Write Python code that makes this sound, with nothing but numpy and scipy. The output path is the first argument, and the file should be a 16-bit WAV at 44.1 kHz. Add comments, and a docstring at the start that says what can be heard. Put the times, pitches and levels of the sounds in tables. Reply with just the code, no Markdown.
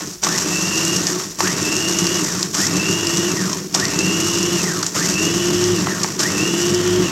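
"""An electric chopper crushes hard, brittle pieces in its glass bowl on a kitchen counter.
It is first heard coasting from an earlier press, then pulsed six times, each a run-up and a coast.
The unbalanced rotor shakes at shaft speed, gear tones excite shell resonances and random thumps excite the body.
Filtered random grains make chips rattle the lid and hiss on the glass, densest at speed.
During and after the presses, clicks with dying noise make the jolts, the cracks of larger pieces and the knocks."""
import sys
import numpy as np
from scipy import signal
from scipy.fft import rfft, irfft
from scipy.io import wavfile
from scipy.ndimage import uniform_filter1d

SR = 44100
rng = np.random.default_rng(int(sys.argv[2]) if len(sys.argv) > 2 else 0)


def int16_out(signal):
    """Quantize to a 16-bit WAV file."""
    q = np.round(np.clip(np.atleast_2d(signal).T, -1, 1) * 32767)
    wavfile.write(sys.argv[1], SR, q.astype(np.int16))


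N = 313551
T = np.arange(N) / SR

# button held: (on [s], off [s], speed aimed at by the release [turns/s], time constant of the coast [s])
PRESSES = [(.211, .98, 333, .282), (1.37, 2.19, 342, .291), (2.524, 3.275, 343, .337),
           (3.722, 4.567, 348, .318), (4.932, 5.74, 359, .411), (6.174, 7.03, 362, .42)]
# spectrum of the glass under the chips: (frequency [Hz], level [dB])
GLASS = [(800, -35), (2300, -20), (3300, -12), (4200, -7), (4900, -0.5), (5650, 5.5), (6300, 2.5),
         (7200, 1), (8300, -7), (9700, -20), (11500, -14), (13600, -19), (14200, -48), (16000, -45)]
SLACK_S = .02   # the rotor runs free this long before the gears catch


def from_db(db):
    """Level to amplitude: 20 dB is a factor of ten."""
    return 10 ** (np.asarray(db) / 20)


def rms_one(x):
    """Normalization: equal mean power for every signal, an rms of 1."""
    return x / np.sqrt(np.mean(x ** 2) + 1e-20)


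def drift(rate):
    """Low-pass noise: a random curve of rms 1 whose spectrum falls off above rate [Hz]."""
    hz = np.arange(N // 2 + 1) * SR / N
    spectrum = rfft(rng.standard_normal(N)) / (1 + (hz / rate) ** 2)
    return rms_one(irfft(spectrum, N))


def turns(hz):
    """Phase [rad] is the running integral of the rate of rotation."""
    return 2 * np.pi * np.cumsum(hz) / SR


def response(spectrum, size=2048):
    """Minimum phase: folding the cepstrum gives the causal click response of a surface with this spectrum."""
    hz, db = np.transpose(spectrum)
    grid = np.maximum(np.arange(size // 2 + 1) * SR / size, 1)
    log_gain = np.log(from_db(np.interp(np.log(grid), np.log(hz), db)))
    cepstrum = irfft(log_gain)
    cepstrum[1:size // 2] *= 2
    cepstrum[size // 2 + 1:] = 0
    return irfft(np.exp(rfft(cepstrum)))


def through(x, impulse):
    """Linear filtering: convolution with an impulse response."""
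    return signal.fftconvolve(x, impulse)[:N]


def resonate(x, modes):
    """Modal superposition: parallel two-pole resonances, each with its own gain at the peak."""
    out = 0
    for hz, width, db in modes:
        r = np.exp(-np.pi * width / SR)
        zeros = np.array([1, 0, -1]) * (1 - r * r) / 2
        poles = [1, -2 * r * np.cos(2 * np.pi * hz / SR), r * r]
        out = out + from_db(db) * signal.lfilter(zeros, poles, x)
    return out


def grains(per_s, spread_db):
    """Shot noise: random impacts of either sign, their levels spread exponentially up to 4 * spread_db."""
    sizes = from_db(spread_db * np.minimum(rng.exponential(1, N), 4))
    signs = rng.choice([-1, 1], N)
    hits = rng.random(N) < per_s / SR
    return sizes * signs * hits / np.sqrt(per_s)   # mean power independent of the rate


def blows(rows, crumble_db, size=4096):
    """Impulsive excitation: each (time [s], level [dB], decay [s]) is a click and a dying spray of noise."""
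    out, age = np.zeros(N + size), np.arange(size) / SR
    for s, db, crumble_s in rows:
        burst = from_db(crumble_db) * rng.standard_normal(size) * np.exp(-age / crumble_s)
        burst[0] = 1
        at = max(round(s * SR), 0)
        out[at:at + size] += from_db(db) * burst
    return out[:N]


def by_press(values):
    """Piecewise-constant control: hold one value through each press and the coast after it."""
    starts = [on for on, *_ in PRESSES]
    return np.asarray(values)[np.maximum(np.searchsorted(starts, T) - 1, 0)]


def coast(hz, coast_s, age):
    """Rotor deceleration: viscous drag decays the speed exponentially, dry friction brings it to rest."""
    friction_hz = 79   # below this speed dry friction brakes more than drag does
    slowing = (hz + friction_hz) * np.exp(-np.maximum(age, 0) / coast_s)
    return np.maximum(slowing - friction_hz, 0)


def shaft_speed():
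    """First-order run-up: each press pulls the rotor towards a slowly rising speed; on release it coasts."""
    spin_up_s = .113   # time constant of the run-up
    creep_hz_per_s = 20   # the motor gains speed as the load breaks up
    speed = coast(104.17, .27, T)   # still coasting from an earlier press
    for on, off, top_hz, coast_s, *_ in PRESSES:
        driven = np.clip(T, on, off)
        goal = top_hz - creep_hz_per_s * (off - driven)
        initial_hz = np.interp(on, T, speed)
        running = goal + (initial_hz - goal) * np.exp(-(driven - on) / spin_up_s)
        speed = np.where(T > on, coast(running, coast_s, T - off), speed)
    return speed


def engaged():
    """Gear coupling: 1 while the motor drives the blade, 0 while it coasts, with short ramps between."""
    driving = sum(1. * ((T > on + SLACK_S) & (T < off)) for on, off, *_ in PRESSES)
    return uniform_filter1d(driving, size=400)


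def load_levels(speed, held, surge_db):
    """Load response: rumble follows speed; chips fly once the blade is driven, hardest while the motor labours."""
    # load at each pace of stirring, relative levels:
    # (speed [turns/s], rumble [dB], rattle [dB], hiss of fine chips [dB])
    load = [(10, -44, -62, -45), (30.6, -41, -44.5, -34.5), (58, -31, -41.5, -32.5), (93, -31, -31, -26),
            (126, -26.5, -30.5, -24), (220, -25.5, -28.5, -24), (324, -25, -27.5, -22.5)]
    # rises and sudden dips of the hiss: (time [s], level change [dB])
    hiss_change = [(.3, 0.5), (1.0, 2), (1.4, -1.5), (1.75, 1), (2.3, 1), (2.62, 1), (2.75, -2), (2.9, 0.5),
                   (3.82, -1.5), (3.89, -4), (4.1, 0), (4.7, 1), (5.3, -1), (5.63, 0.5), (5.7, -1.5),
                   (6.25, -3), (6.7, 1.5), (6.8, -4)]
    sway_per_s = 9.2   # the heap shifts at random
    pace, rumble_db, rattle_db, hiss_db = np.transpose(load)
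    effort = held * np.clip(1 - speed / pace[-1], 0, 1)
    stir = speed + effort * pace[-1]
    surge = surge_db * effort
    change_db = np.interp(T, *np.transpose(hiss_change))
    shift = drift(sway_per_s)
    rumble_level = np.interp(speed, pace, rumble_db) + 1.0 * drift(sway_per_s)
    # the coarse chips share part of the surge of the fine ones
    rattle_level = np.interp(stir, pace, rattle_db) + 0.42 * surge + 0.2 * shift
    hiss_level = np.interp(stir, pace, hiss_db) + surge + 1.02 * shift + change_db
    return rumble_level, rattle_level, hiss_level


def motor(speed, held, rotor_db, sweep_db):
    """Rotating unbalance shakes the housing once a turn, two blades sweep the load, windings hum under current."""
    # shake of the unbalanced rotor, before the change for each press: (speed [turns/s], level [dB])
    unbalance = [(100, -65), (260, -38), (298, -31.5), (325, -29.5), (341, -26.8), (350, -22), (361, -18)]
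    shake_db = np.interp(speed, *np.transpose(unbalance)) + rotor_db
    shake = from_db(shake_db + .7 * drift(12))
    rotor = shake * np.sin(turns(speed * (1 + .002 * drift(15))))
    mains = turns(np.full(N, 50.))
    hum = held * from_db(-44 + 2 * drift(5)) * np.sin(2 * mains)
    # the gearbox turns the blades seven times slower than the rotor
    blade = turns(speed / 7)
    strokes = from_db(sweep_db) * np.sin(2 * blade) + from_db(-28) * np.sin(blade)
    sweep = shake * from_db(1.7 * drift(5)) * strokes
    return np.sqrt(2) * (rotor + hum + sweep)   # sines: rms to peak


def gears(speed, whine_db):
    """Gear-mesh excitation: tones tied to a stumbling shaft flare as they cross each shell resonance."""
    # mesh, its sidebands from the planet carrier, the sun's teeth:
    # (multiple of the shaft speed [1], relative level [dB])
    gear_tones = [(8.57, 0), (8.14, -9), (8.43, -8), (8.71, -10), (9.0, -10), (10.0, -13)]
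    # gearbox shell: (frequency [Hz], width [Hz], level [dB])
    shell_modes = [(1086, 165, -1.5), (1897, 210, -2.5), (2637, 52, -0.5), (2810, 220, -4), (3360, 120, -3)]
    shaft = turns(speed * (1 + .005 * drift(60)))
    teeth = 0
    for order, db in gear_tones:
        tone = np.sin(order * shaft + rng.uniform(0, 2 * np.pi))
        teeth = teeth + from_db(db + 2.0 * drift(130)) * tone
    # loose teeth chatter, which smears the mesh tone into a band
    chatter = from_db(-0.5) * drift(240) * np.sin(gear_tones[0][0] * shaft)
    force = (teeth + chatter) * np.clip(speed / 170, 0, 1) ** 2 * from_db(whine_db)
    # the shell's panels swing with or against each other
    signs = [1, -1, 1, -1, -1]
    return sum(sign * resonate(force, [mode]) for sign, mode in zip(signs, shell_modes))


def rumble(level_db):
    """Random excitation of modes: the tumbling load thumps the housing and counter."""
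    # housing and counter: (frequency [Hz], width [Hz], relative level [dB])
    body_modes = [(106.3, 10, -11), (151, 26, -12.5), (181.1, 19.6, 5), (202, 45, -7.5), (301.5, 55, -1.5),
                  (359.3, 11.8, 2.5), (399, 6.1, -15)]
    thumps = resonate(grains(900, spread_db=0.5), body_modes)
    edges = signal.butter(4, [90, 440], "band", fs=SR, output="sos")
    return from_db(level_db + 1.62) * rms_one(signal.sosfilt(edges, thumps))


def chips(speed, rattle_db, hiss_db):
    """Filtered shot noise: coarse chips rattle the lid, fine ones hiss on glass, in clumps, more often at speed."""
    # spectrum of lid and bowl under the rattle: (frequency [Hz], relative level [dB])
    rattle_spectrum = [(60, -22), (300, -18.5), (620, 2.5), (780, -3.5), (1100, 2.5), (1550, -0.5),
                       (1700, -2.5), (1850, 3.5), (2050, -5), (2400, -5), (2750, -3.5), (3300, -7),
                       (4500, -7.5), (9000, -64)]
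    per_s = 1200 + 16 * speed
    clumps = drift(133)
    coarse_hits = grains(per_s * .5, spread_db=0.5) * from_db(1.6 * clumps)
    coarse = rms_one(through(coarse_hits, response(rattle_spectrum)))
    fine = 0
    for tilt_db in (-4, 0, 4):   # per octave: big, middling and small chips, from dull to bright
        colour = [(hz, db + tilt_db * np.log2(hz / 6500)) for hz, db in GLASS]
        fine_hits = grains(per_s * .4, spread_db=0.0) * from_db(2.2 * clumps)
        fine = fine + rms_one(through(fine_hits, response(colour)))
    return from_db(rattle_db - 1.5) * coarse + from_db(hiss_db - 1.53) * rms_one(fine)


def air():
    """Stationary coloured noise: the steady sound of the room air."""
    # spectrum of the room air: (frequency [Hz], relative level [dB])
    air_spectrum = [(20, -37), (45, -0.5), (100, -7), (200, -28), (500, -13), (2000, -15.5), (15000, -19.5)]
    return from_db(-44.5) * rms_one(through(rng.standard_normal(N), response(air_spectrum)))


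def impacts(jolt_db):
    """Impulse response: jolts and knocks ring the gearbox and lid; cracks ring the glass, muffled by the load."""
    # larger pieces cracking: (time [s], relative level [dB], decay of the splinters [s])
    crack_rows = [(.236, -6, 0.0066), (.246, -5, 0.003), (.965, -7.5, 0.0017), (1.069, -5, 0.0035),
                  (1.406, -9, .005), (1.628, -6.5, 0.0016), (1.766, -4, .0015), (1.987, -3.5, .0018),
                  (2.068, -3, 0.0019), (2.4287, -2, 0.0023), (2.544, -13, 0.0087), (2.668, -6.5, 0.0023),
                  (3.07, -4, .002), (3.172, -1.5, 0.001), (3.53, -9, 0.0033), (3.743, -5, 0.0026),
                  (3.747, -1.5, 0.0049), (3.798, -7, 0.0041), (3.8535, -4, 0.0014), (3.989, -7, 0.0047),
                  (4.429, -4, .001), (4.828, -7.5, 0.0045), (4.865, -6.5, 0.0034), (5.64, -7, .003),
                  (6.033, -5.5, 0.0055), (6.193, -9.5, 0.0044), (6.746, -4.5, 0.0023)]
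    # the blade knocks on lumps: (time [s], relative level [dB])
    knock_rows = [(0.237, -15), (0.268, 0), (0.279, -10), (1.405, 0.5), (1.472, -1), (3.75, -3),
                  (4.831, -5.5), (4.952, -22), (5.87, -4), (6.045, -3)]
    # lid when struck: (frequency [Hz], width [Hz], level [dB])
    lid_modes = [(886, 450, 0), (1080, 120, 1.5), (1690, 78, -22)]
    jolt_s, knock_s = 0.026, 0.0021   # decay of the chatter
    jolt_rows = [(on + SLACK_S, db, jolt_s) for (on, *_), db in zip(PRESSES, jolt_db)]
    jolts = blows(jolt_rows, crumble_db=-6)
    knocks = blows([(s, db, knock_s) for s, db in knock_rows], crumble_db=-11)
    # the load damps the treble of a crack
    muffle = signal.butter(1, 3530, fs=SR, output="sos")
    glass = signal.sosfilt(muffle, response(GLASS))
    cracks = through(blows(crack_rows, crumble_db=-9.5), glass / np.abs(glass).max())
    return from_db(-2.5) * cracks + resonate(from_db(7.5) * jolts + from_db(12.5) * knocks, lid_modes)


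def kitchen():
    """Diffuse reverberation: dense reflections from tiles and counter, dying exponentially."""
    t60_s = 0.21   # time to fall by 60 dB
    age = T[:SR // 2]
    tail = rng.standard_normal(len(age)) * from_db(-60 * age / t60_s) * (age > .003)
    tail = signal.sosfilt(signal.butter(2, 500, "high", fs=SR, output="sos"), tail)
    return tail / np.sqrt(np.sum(tail ** 2))


def scene():
    """Superposition: the direct sound of the chopper, a little reverberation and the room air."""
    # how the load answers each press, as relative levels or changes of level:
    # (starting jolt [dB], surge of chips [dB], rumble [dB], rotor shake [dB], blade sweep [dB],
    #  gear whine [dB], change of the whine while coasting [dB])
    force = [(-11, 1, -1.5, -0.5, -20, -25, -8), (-20, 4, -0.5, -1, -19, -24, -6),
             (-36, 5, 0, 0.5, -19, -23.5, -3.5), (-17, 4.5, 0.5, 1.5, -13.5, -23, -2),
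             (-15.5, 6.5, 0.5, 1, -13.5, -22.5, -4), (-25, 12, .5, 0.5, -14.5, -22.5, -1.5)]
    speed, held = shaft_speed(), engaged()
    jolt_db, *columns = np.transpose(force)
    surge_db, heap_db, rotor_db, sweep_db, whine_db, coasting_db = map(by_press, columns)
    rumble_db, rattle_db, hiss_db = load_levels(speed, held, surge_db)
    drive = motor(speed, held, rotor_db, sweep_db) + gears(speed, whine_db + coasting_db * (1 - held))
    load = rumble(rumble_db + heap_db) + chips(speed, rattle_db, hiss_db)
    chopper = drive + load + impacts(jolt_db)
    reverberation = from_db(-11) * through(chopper, kitchen())
    return (chopper + reverberation + air())[None]


def record(dry):
    """Clipping and band limiting: the highest peaks overload and the top is cut."""
    cutoff_hz = 15900
    low_pass = signal.ellip(12, .1, 90, cutoff_hz, fs=SR, output="sos")
    return signal.sosfilt(low_pass, np.clip(dry, -1, 1))


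dry = scene()
out = record(dry)
int16_out(out)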